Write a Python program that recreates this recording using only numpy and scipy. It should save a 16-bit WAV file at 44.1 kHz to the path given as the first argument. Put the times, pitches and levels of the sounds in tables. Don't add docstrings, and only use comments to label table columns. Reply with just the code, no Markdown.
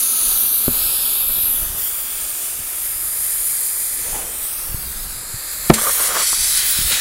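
import sys
import numpy as np
from scipy import signal
from scipy.fft import rfft, irfft, next_fast_len
from scipy.io import wavfile
from scipy.ndimage import uniform_filter1d, map_coordinates

SR = 44100
rng = np.random.default_rng(int(sys.argv[2]) if len(sys.argv) > 2 else 0)


def unload_wav(signal):
    wavfile.write(
        sys.argv[1],
        SR,
        np.round(np.clip(np.atleast_2d(signal).T, -1, 1) * 32767).astype(np.int16),
    )


N = 308788

# t/s, thin jet level/dB, broad flow level/dB, finest hiss level/dB
LEAK_LEVELS = [(0.0, -19.5, -32.5, -23), (0.44, -21, -33, -18), (0.68, -25.5, -35, -18.5),
               (0.8, -23.5, -31.5, -20.5), (1.06, -23.5, -33, -19.5), (1.25, -30, -34.5, -17.5),
               (1.55, -26.5, -34, -16.5), (1.74, -29.5, -39, -31), (1.84, -25.5, -35.5, -20.5),
               (2.23, -24.5, -34, -26.5), (2.5, -26, -36.5, -29.5), (2.64, -29.5, -38, -28.5),
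               (3.31, -21.5, -34, -22), (3.82, -24, -36.5, -26), (4.1, -25.5, -33.5, -32),
               (4.28, -29, -40, -37), (4.45, -28.5, -40.5, -27.5), (4.86, -33, -39, -29.5),
               (5.28, -30.5, -37, -41.5), (5.69, -26.5, -32.5, -31), (5.712, -22.5, -25, -28)]
# t/s, thin jet level/dB, broad flow level/dB, finest hiss level/dB
VALVE_LEVELS = [(5.76, -20, -23, -40), (5.82, -20, -34, -24), (5.9, -23.5, -30, -20),
                (6.079, -18.5, -24.5, -28), (6.093, -24, -24, -32), (6.191, -23, -17.5, -24),
                (6.25, -18.5, -25, -42), (6.639, -20, -24, -22.5), (6.895, -23, -21.5, -20.5),
                (6.92, -22, -15, -25), (6.965, -31, -18.5, -24), (7.0, -30, -16.5, -30)]
# f/Hz, level/dB per Hz
LEAK_JET_SPECTRUM = [(5000, -10), (6900, -5), (8000, -1), (9000, 2), (11000, 4.5), (13000, 3.5),
                     (15700, -1.5)]
LEAK_FLOW_SPECTRUM = [(1100, -31), (1300, -9), (1700, 1.5), (2800, 1.5), (5000, -0.5), (7000, -1.5),
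                      (10000, -46.5)]
VALVE_JET_SPECTRUM = [(5000, -2), (7000, -1), (9000, 4.5), (11000, 3.5), (13000, 2.5), (15700, -1)]
VALVE_FLOW_SPECTRUM = [(1100, -4.5), (1700, 6), (2800, 7.5), (5000, 3), (7000, 6), (10000, 2.5)]
# pose begins t/s, extra delay at first/us, extra delay at last/us, strength/1 (below 0 if inverted)
REFLECTED_PATHS = [(0, 129, 131, -0.27), (0, 195, 192, 0.33), (0, 303, 290, 0.35), (0, 368, 358, -0.22),
                   (0, 489, 482, 0.17), (0, 551, 562, -0.18), (0.3, 122, 134, -0.48), (0.3, 202, 223, 0.23),
                   (0.3, 297, 308, 0.16), (0.3, 360, 367, -0.38), (0.3, 416, 437, -0.28),
                   (0.3, 587, 583, -0.32), (0.6, 136, 125, -0.34), (0.6, 232, 223, 0.18),
                   (0.6, 293, 254, 0.25), (0.6, 363, 354, -0.23), (0.6, 581, 552, -0.16),
                   (0.6, 989, 960, -0.16), (0.6, 1090, 1061, -0.15), (0.85, 135, 131, -0.51),
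                   (0.85, 216, 227, 0.28), (0.85, 261, 274, 0.51), (0.85, 342, 340, -0.16),
                   (0.85, 604, 597, 0.22), (0.85, 968, 974, -0.15), (1.15, 129, 134, -0.48),
                   (1.15, 256, 244, 0.4), (1.15, 265, 310, 0.21), (1.15, 391, 363, -0.2),
                   (1.15, 475, 445, -0.14), (1.15, 987, 932, -0.16), (1.45, 106, 118, 0.52),
                   (1.45, 124, 124, -0.69), (1.45, 276, 298, 0.29), (1.45, 469, 443, -0.15),
                   (1.45, 716, 735, -0.13), (1.45, 936, 988, -0.14), (1.65, 127, 96, -0.15),
                   (1.65, 422, 486, -0.17), (1.65, 625, 573, 0.18), (1.65, 812, 855, 0.14),
                   (1.65, 1214, 1152, 0.13), (1.85, 148, 152, 0.54), (1.85, 152, 160, -0.65),
                   (1.85, 440, 470, 0.44), (1.85, 452, 476, -0.49), (1.85, 766, 778, -0.16),
                   (1.85, 849, 799, 0.16), (1.85, 1260, 1245, 0.15), (2.4, 127, 94, 0.15),
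                   (2.4, 464, 407, -0.13), (2.4, 521, 514, -0.17), (2.4, 631, 656, -0.15),
                   (2.4, 757, 743, -0.21), (2.9, 96, 101, 0.28), (2.9, 216, 210, 0.15),
                   (2.9, 339, 349, -0.16), (2.9, 499, 505, -0.14), (2.9, 642, 625, 0.55),
                   (2.9, 644, 629, -0.69), (2.9, 729, 742, -0.19), (2.9, 776, 794, -0.13),
                   (2.9, 894, 908, -0.15), (3.5, 104, 104, 0.25), (3.5, 214, 217, 0.16),
                   (3.5, 347, 349, -0.19), (3.5, 481, 474, 0.27), (3.5, 498, 481, -0.3),
                   (3.5, 643, 643, -0.18), (3.5, 744, 735, -0.22), (3.5, 793, 778, -0.18),
                   (3.5, 911, 886, -0.13), (4.05, 125, 114, 0.27), (4.05, 251, 245, -0.12),
                   (4.05, 369, 359, -0.23), (4.05, 495, 455, -0.23), (4.05, 564, 558, -0.18),
                   (4.25, 182, 163, -0.26), (4.25, 456, 444, -0.16), (4.25, 642, 652, -0.26),
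                   (4.25, 782, 768, -0.24), (4.25, 803, 841, 0.12), (4.25, 876, 893, -0.13),
                   (4.45, 170, 144, -0.19), (4.45, 217, 220, 0.2), (4.45, 306, 265, -0.18),
                   (4.45, 330, 369, 0.2), (4.45, 600, 577, 0.17), (4.45, 892, 935, -0.13),
                   (4.65, 251, 317, -0.17), (4.65, 301, 353, -0.24), (4.65, 415, 406, -0.2),
                   (4.65, 464, 564, -0.21), (4.65, 580, 521, -0.14), (4.9, 257, 224, 0.15),
                   (4.9, 334, 335, -0.27), (4.9, 489, 425, 0.15), (5.15, 131, 143, 0.11),
                   (5.15, 244, 252, 0.25), (5.15, 326, 338, -0.4), (5.15, 405, 416, 0.15),
                   (5.15, 471, 455, 0.25), (5.15, 555, 520, 0.13), (5.15, 666, 677, 0.28),
                   (5.72, 94, 95, 0.18), (5.72, 419, 343, -0.12), (5.72, 702, 869, -0.14),
                   (5.72, 868, 802, -0.12), (6.1, 196, 202, 0.15), (6.1, 332, 329, -0.19),
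                   (6.1, 480, 429, -0.15), (6.1, 588, 554, -0.14), (6.1, 780, 739, -0.14),
                   (6.5, 157, 147, -0.13), (6.5, 186, 217, 0.19), (6.5, 230, 278, 0.14),
                   (6.5, 340, 346, -0.16)]
# begins t/s, ends t/s, first
# f/Hz, last f/Hz, loss level/dB (below 0 a gain)
GLIDING_BANDS = [(0, .6, 1850, 1860, 6), (.65, 1.45, 1980, 2100, 3), (0, .75, 5150, 5450, 6),
                 (.2, .85, 13850, 13800, 5), (.2, .8, 11600, 11500, 6), (.25, .85, 12200, 12800, -4.5),
                 (.5, 1.25, 9100, 9100, 6), (.45, 1.15, 7150, 7100, 5), (.65, 1.05, 11750, 12200, -3),
                 (.85, 1.4, 6150, 6050, 7), (1.0, 2.3, 3400, 3320, -3), (1.2, 1.65, 11900, 11750, -6),
                 (1.8, 1.95, 4150, 4300, 8), (1.85, 2.7, 1900, 1980, 5), (1.8, 2.65, 11500, 11900, 5),
                 (1.8, 3.0, 7700, 7800, 4), (3.05, 4.05, 2830, 2800, 5), (3.1, 4.0, 3600, 3700, 5),
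                 (4.05, 4.25, 7900, 9100, 6), (4.3, 4.65, 8500, 8030, -5), (4.4, 5.101, 7300, 6800, 5),
                 (4.6, 4.85, 4000, 3500, -4), (4.85, 5.7, 2600, 2850, 5), (5.1, 5.7, 3250, 3300, -4),
                 (5.78, 6.1, 2740, 2480, 8), (5.85, 6.08, 9000, 9400, -5), (6.25, 6.8, 2780, 2800, 6)]
# t/s, activity/1 (0 still, 1 busy)
ACTIVITY = [(0, .2), (1.0, .2), (1.3, .8), (1.8, 1), (1.95, .1), (2.35, .1), (2.5, .5), (2.8, .12),
            (4.0, .12), (4.15, 1), (5.05, 1), (5.25, .2), (5.7, .2), (6.05, .3), (6.2, .55), (7.0, .55)]
# t/s, level/dB
RUSH_LEVELS = [(0.0, -43.5), (0.28, -38), (0.58, -42), (0.75, -39), (2.5, -43.5), (3.9, -45), (4.7, -42.5),
               (5.7, -45.5), (6.37, -47), (6.88, -41)]
# f/Hz, level/dB per Hz
RUSH_SPECTRUM = [(71, -7), (120, -27), (327, -0.5), (849, -1), (1040, -1.5), (1270, 3), (1450, -1),
                 (1750, -5), (2500, -18), (3250, -78), (5500, -120)]
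# f/Hz, T60/s, level at first/dB, faded by t/s
AIR_HOLLOWS = [(242, 0.17, -48.5, 3.04), (1300, 0.045, -42, 1.74)]
# peak t/s, level/dB, 10 dB rise/s, 10 dB fall/s
GUST_SWELLS = [(.29, -39.5, .1, 0.3), (.69, -31, 0.029, 0.16), (1.41, -35.5, 0.31, 0.16),
               (1.66, -32, 0.22, 0.17), (2.17, -41, .07, 0.12), (2.61, -37.5, 0.099, 0.038),
               (3.07, -42, 0.22, 0.068), (3.51, -45, 0.5, 0.041), (4.08, -35.5, 0.14, 0.41),
               (4.73, -30, 0.12, 0.44), (5.35, -32, 0.045, 0.03), (5.73, -36.5, 0.25, 0.31),
               (6.38, -39, 0.046, 0.44), (6.84, -31, 0.11, 0.13)]
# f/Hz, level/dB per Hz
BREEZE_SPECTRUM = [(8.8, -36), (15, 2), (34, -0.5), (151, -17.5), (189, -19.5), (300, -28.5), (390, -27),
                   (660, -120)]
# t/s, level/dB, contact time constant/ms, first swing/1 (+1 push, -1 pull)
BEAD_SNAPS = [(.681, -16.7, 0.17, -1), (5.699, 5.7, .2, 1), (5.7009, 12.2, 0.11, -1),
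              (5.7028, 6.1, 0.066, 1)]
# f/Hz, level/dB, T60/s
TYRE_MODES = [(72, -8, 0.054), (163, 9, 0.027), (221, -15, 0.16), (283, -10, 0.01), (382, 9.5, 0.021),
              (500, -6.5, 0.067), (567, 0.5, 0.033), (676, -2, 0.027), (1050, -5, 0.045), (1184, -4, 0.035),
              (1350, 0.5, 0.023), (1760, -13, 0.049), (3260, 3, 0.007)]
# t/s, level/dB, f/Hz, cycles to fall 60 dB/1, first swing/1
THUDS_AND_TICKS = [(.6826, -12, 245, 16, 1), (.686, -24, 105, 8, -1), (4.7448, -10.5, 98, 2.7, -1),
                   (5.342, -18.5, 110, 4.9, -1), (5.7395, -14, 4500, 45, 1), (5.7415, -16, 1950, 22, 1),
                   (6.3303, -11, 1150, 10, -1), (6.3393, -18, 1350, 14, 1), (6.789, -10.5, 130, 1.9, 1),
                   (6.812, -21, 150, 2.5, -1), (6.848, -14, 55, 3, 1), (6.932, -22, 260, 3, 1)]
# peak t/s, level/dB, 10 dB rise/s, 10 dB fall/s
SLEEVE_STROKES = [(1.65, -43.5, 0.077, 0.039), (4.16, -38, 0.24, 0.33), (6.919, -36, 0.031, 0.063),
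                  (6.98, -44, 0.014, .04)]
# f/Hz, relative level/dB, share of the stroke's rise and fall/1
SLEEVE_BANDS = [(224, -6.5, 0.73), (413, -1, 0.62), (680, -0.5, 0.43), (1270, 2, 0.26), (2200, -26, 0.3)]
# peak t/s, level/dB, 10 dB rise/s, 10 dB fall/s
CHUCK_PUFFS = [(5.788, -20, 0.013, .01), (5.815, -25, .006, 0.019), (5.872, -22, 0.056, 0.032),
               (6.05, -32, 0.32, 0.078), (6.17, -23, 0.14, .03), (6.2, -22.5, 0.032, 0.016),
               (6.23, -33, .03, 0.0097)]
# f/Hz, level/dB per Hz
CHUCK_SPECTRUM = [(180, -14.5), (300, -13), (424, -3.5), (573, -1), (825, -8), (1160, 3), (1620, -3.5),
                  (2500, -19), (3250, -37), (5500, -120)]

FINEST_HZ = 12300
VALVE_OPENS_S, VALVE_OPENING_S = 5.733, .008
BLAST_DB, BLAST_T60_S = 14, 0.058
PATH_FADE_S, PATH_WANDER_US, WANDERS_PER_S = .15, 4, 2.5
FAR_PATH_STRENGTH, FAR_PATH_WANDER_US = .13, 90
BAND_WIDTH_HZ, BAND_FADE_S = 160, .1
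CALM_DB = -49
SEAT_TAIL_DB, SEAT_TAIL_T60_S, SEAT_TAIL_HZ = -19, 0.15, 710
SWISH_LOW_HZ, SWISH_HIGH_HZ, SWISH_WIDTH_HZ = 250, 960, 40
CUTOFF_HZ = 15780


def from_db(db):
    return 10 ** (np.asarray(db) / 20)


def rms_one(x):
    return x / np.sqrt(np.mean(x ** 2) + 1e-20)


def in_time(rows):
    s, *columns = np.transpose(rows)
    return [np.interp(np.arange(N) / SR, s, c) for c in columns]


def drift(rate_hz):
    r = np.exp(-80 * np.pi * rate_hz / SR)
    noise = rng.standard_normal(N // 40 + 2002)
    slow = signal.lfilter([1], [1, -2 * r, r * r], noise)[2000:]
    return np.interp(np.arange(N) / 40, np.arange(len(slow)), rms_one(slow))


def swells(rows):
    t = np.arange(N) / SR
    power = 0
    for s, db, rise, fall in rows:
        tens_of_db = np.where(t < s, (s - t) / rise, (t - s) / fall)
        power = power + from_db(db - 10 * tens_of_db) ** 2
    return np.sqrt(power)


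def coloured(spectrum):
    hz, db = np.transpose(spectrum)
    size = next_fast_len(N)
    log_hz = np.log(np.maximum(np.arange(size // 2 + 1) * SR / size, 1))
    beyond = np.maximum(np.log(hz[0]) - log_hz, 0) + np.maximum(log_hz - np.log(hz[-1]), 0)
    shape = from_db(np.interp(log_hz, np.log(hz), db) - 11.2 * beyond)
    return rms_one(irfft(rfft(rng.standard_normal(size)) * shape, size)[:N])


def ring(excitation, hz, t60):
    r, w = from_db(-60 / (t60 * SR)), 2 * np.pi * hz / SR
    return signal.lfilter([0, np.sin(w)], [1, -2 * r * np.cos(w), r * r], excitation + 1e-18)


def click(s, size):
    out = np.zeros(N)
    out[round(s * SR)] = size
    return out


def jet(levels, thin_spectrum, broad_spectrum, flutter_db):
    thin_db, broad_db, finest_db = in_time(levels)
    bright = coloured(thin_spectrum)
    low_pass = signal.butter(2, FINEST_HZ, "low", fs=SR, output="sos")
    high_pass = signal.butter(2, FINEST_HZ, "high", fs=SR, output="sos")
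    thin = rms_one(signal.sosfiltfilt(low_pass, bright))
    finest = rms_one(signal.sosfiltfilt(high_pass, bright))
    out = from_db(thin_db + flutter_db * drift(9.8)) * thin
    out += from_db(finest_db + flutter_db * drift(15)) * finest
    return out + from_db(broad_db + flutter_db * drift(3.5)) * coloured(broad_spectrum)


def restless(spread_us):
    steps = np.cumsum(in_time(ACTIVITY)[0])
    return spread_us * np.interp(steps, np.arange(N), drift(WANDERS_PER_S))


def delayed(oversampled, at):
    return map_coordinates(oversampled, [4 * at], order=1)


def reflected(x):
    out, power, t = x.copy(), np.ones(N), np.arange(N) / SR
    wander_us = in_time(ACTIVITY)[0] ** 2 * restless(PATH_WANDER_US)
    poses = sorted({row[0] for row in REFLECTED_PATHS}) + [N / SR]
    oversampled = signal.resample_poly(x, 4, 1)
    for start, first_us, last_us, strength in REFLECTED_PATHS:
        end = poses[poses.index(start) + 1]
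        on = np.arange(*np.searchsorted(t, [start - PATH_FADE_S / 2, end + PATH_FADE_S / 2]))
        inside_s = np.minimum(t[on] - start, end - t[on])
        gain = strength * np.clip(inside_s / PATH_FADE_S + .5, 0, 1)
        delay_us = np.interp(t[on], [start, end], [first_us, last_us]) + wander_us[on]
        out[on] += gain * delayed(oversampled, on - delay_us * SR / 1e6)
        power[on] += gain ** 2
    return out / np.sqrt(power)


def scattered(x):
    out = x.copy()
    oversampled = signal.resample_poly(x, 4, 1)
    strength = FAR_PATH_STRENGTH * np.sqrt(in_time(ACTIVITY)[0])
    for delay_us in np.geomspace(550, 3400, 8):
        late = (delay_us + restless(FAR_PATH_WANDER_US)) * SR / 1e6
        out += strength * delayed(oversampled, np.arange(N) - late)
    return out


def banded(x):
    hz, t, frames = signal.stft(x, SR, nperseg=1024, noverlap=768)
    loss_db = 0
    for start, end, first_hz, last_hz, depth_db in GLIDING_BANDS:
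        since_start = t - start if start > 0 else 1
        on = np.clip(np.minimum(since_start, end - t) / BAND_FADE_S + .5, 0, 1)
        centre_hz = np.interp(t, [start, end], [first_hz, last_hz])
        away = (hz[:, None] - centre_hz) / BAND_WIDTH_HZ
        loss_db = loss_db + depth_db * on * 2. ** (-(2 * away) ** 2)
    return signal.istft(frames * from_db(-loss_db), SR, nperseg=1024, noverlap=768)[1][:N]


def hiss():
    since = np.arange(N) / SR - VALVE_OPENS_S
    opened = np.clip(since / VALVE_OPENING_S, 0, 1)
    spurt = 1 + from_db(BLAST_DB - 60 * np.maximum(since - VALVE_OPENING_S, 0) / BLAST_T60_S)
    leak = (1 - opened) * jet(LEAK_LEVELS, LEAK_JET_SPECTRUM, LEAK_FLOW_SPECTRUM, flutter_db=0.62)
    valve = opened * spurt * jet(VALVE_LEVELS, VALVE_JET_SPECTRUM, VALVE_FLOW_SPECTRUM, flutter_db=2.0)
    return scattered(reflected(leak + valve))


def rush():
    level = from_db(in_time(RUSH_LEVELS)[0] + 1.0 * drift(37))
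    singing = 0
    for hz, t60, db, faded_s in AIR_HOLLOWS:
        fading = np.interp(np.arange(N) / SR, [0, faded_s], [1, .2])
        tone = rms_one(ring(rng.standard_normal(N), hz, t60))
        singing = singing + from_db(db + 2.2 * drift(0.58)) * fading * tone
    return level * coloured(RUSH_SPECTRUM) + singing


def breeze():
    level = np.hypot(from_db(CALM_DB), swells(GUST_SWELLS))
    lumps = from_db(2.1 * drift(31.0) + 1.3 * drift(2.7))
    return level * lumps * coloured(BREEZE_SPECTRUM)


def seats():
    blows, dying = np.zeros(N), np.zeros(N)
    tail_r = from_db(-60 / (SEAT_TAIL_T60_S * SR))
    for s, db, contact_ms, swing in BEAD_SNAPS:
        r = np.exp(-1000 / (contact_ms * SR))
        impulse = click(s, swing * from_db(db))
        blows += signal.lfilter([(1 - r) ** 2], [1, -2 * r, r * r], impulse + 1e-18)
        dying += signal.lfilter([1], [1, -tail_r], click(s, from_db(db)) + 1e-18)
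    low_pass = signal.butter(2, SEAT_TAIL_HZ, fs=SR)
    dull = rms_one(signal.lfilter(*low_pass, rng.standard_normal(N)))
    ringing = sum(from_db(db) * ring(blows, hz, t60) for hz, db, t60 in TYRE_MODES)
    return ringing + from_db(SEAT_TAIL_DB) * dying * dull


def knocks():
    out = np.zeros(N)
    for s, db, hz, cycles, swing in THUDS_AND_TICKS:
        out += ring(click(s, swing * from_db(db)), hz, cycles / hz)
    return out


def brushes():
    out = 0
    for hz, band_db, share in SLEEVE_BANDS:
        octave = signal.butter(1, [hz / np.sqrt(2), hz * np.sqrt(2)], "band", fs=SR)
        band = rms_one(signal.lfilter(*octave, rng.standard_normal(N)))
        strokes = [(s, db + band_db, rise * share, fall * share) for s, db, rise, fall in SLEEVE_STROKES]
        out = out + band * swells(strokes)
    speed = swells([(s, 0, rise * .4, fall * .4) for s, db, rise, fall in SLEEVE_STROKES])
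    speed = np.minimum(uniform_filter1d(speed, size=SR // 20), 1)
    phase = 2 * np.pi * np.cumsum(SWISH_LOW_HZ + (SWISH_HIGH_HZ - SWISH_LOW_HZ) * speed) / SR
    note = drift(SWISH_WIDTH_HZ) * np.cos(phase) + drift(SWISH_WIDTH_HZ) * np.sin(phase)
    out = out + note * swells([(s, db, rise * 0.57, fall * 0.35) for s, db, rise, fall in SLEEVE_STROKES])
    return out * from_db(1.2 * drift(42))


def chuck():
    return swells(CHUCK_PUFFS) * from_db(1.8 * drift(36)) * coloured(CHUCK_SPECTRUM)


def scene():
    air = banded(hiss() + rush())
    mono = air + breeze() + seats() + knocks() + brushes() + chuck()
    return np.array([mono, mono])


def record(dry):
    level_db = 20 * np.log10(np.abs(dry).max(axis=0) + 1e-6)
    fall = 420 * np.arange(N) / SR
    held_db = np.maximum.accumulate(level_db + fall) - fall
    r = np.exp(-1 / (.012 * SR))
    duck_db = signal.lfilter([1 - r], [1, -r], np.maximum(held_db + 7.5, 0))
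    loud = np.clip(dry * from_db(-.47 * duck_db), -.98, .98)
    return signal.sosfilt(signal.ellip(14, .3, 60, CUTOFF_HZ, fs=SR, output="sos"), loud)


dry = scene()
out = record(dry)
unload_wav(out)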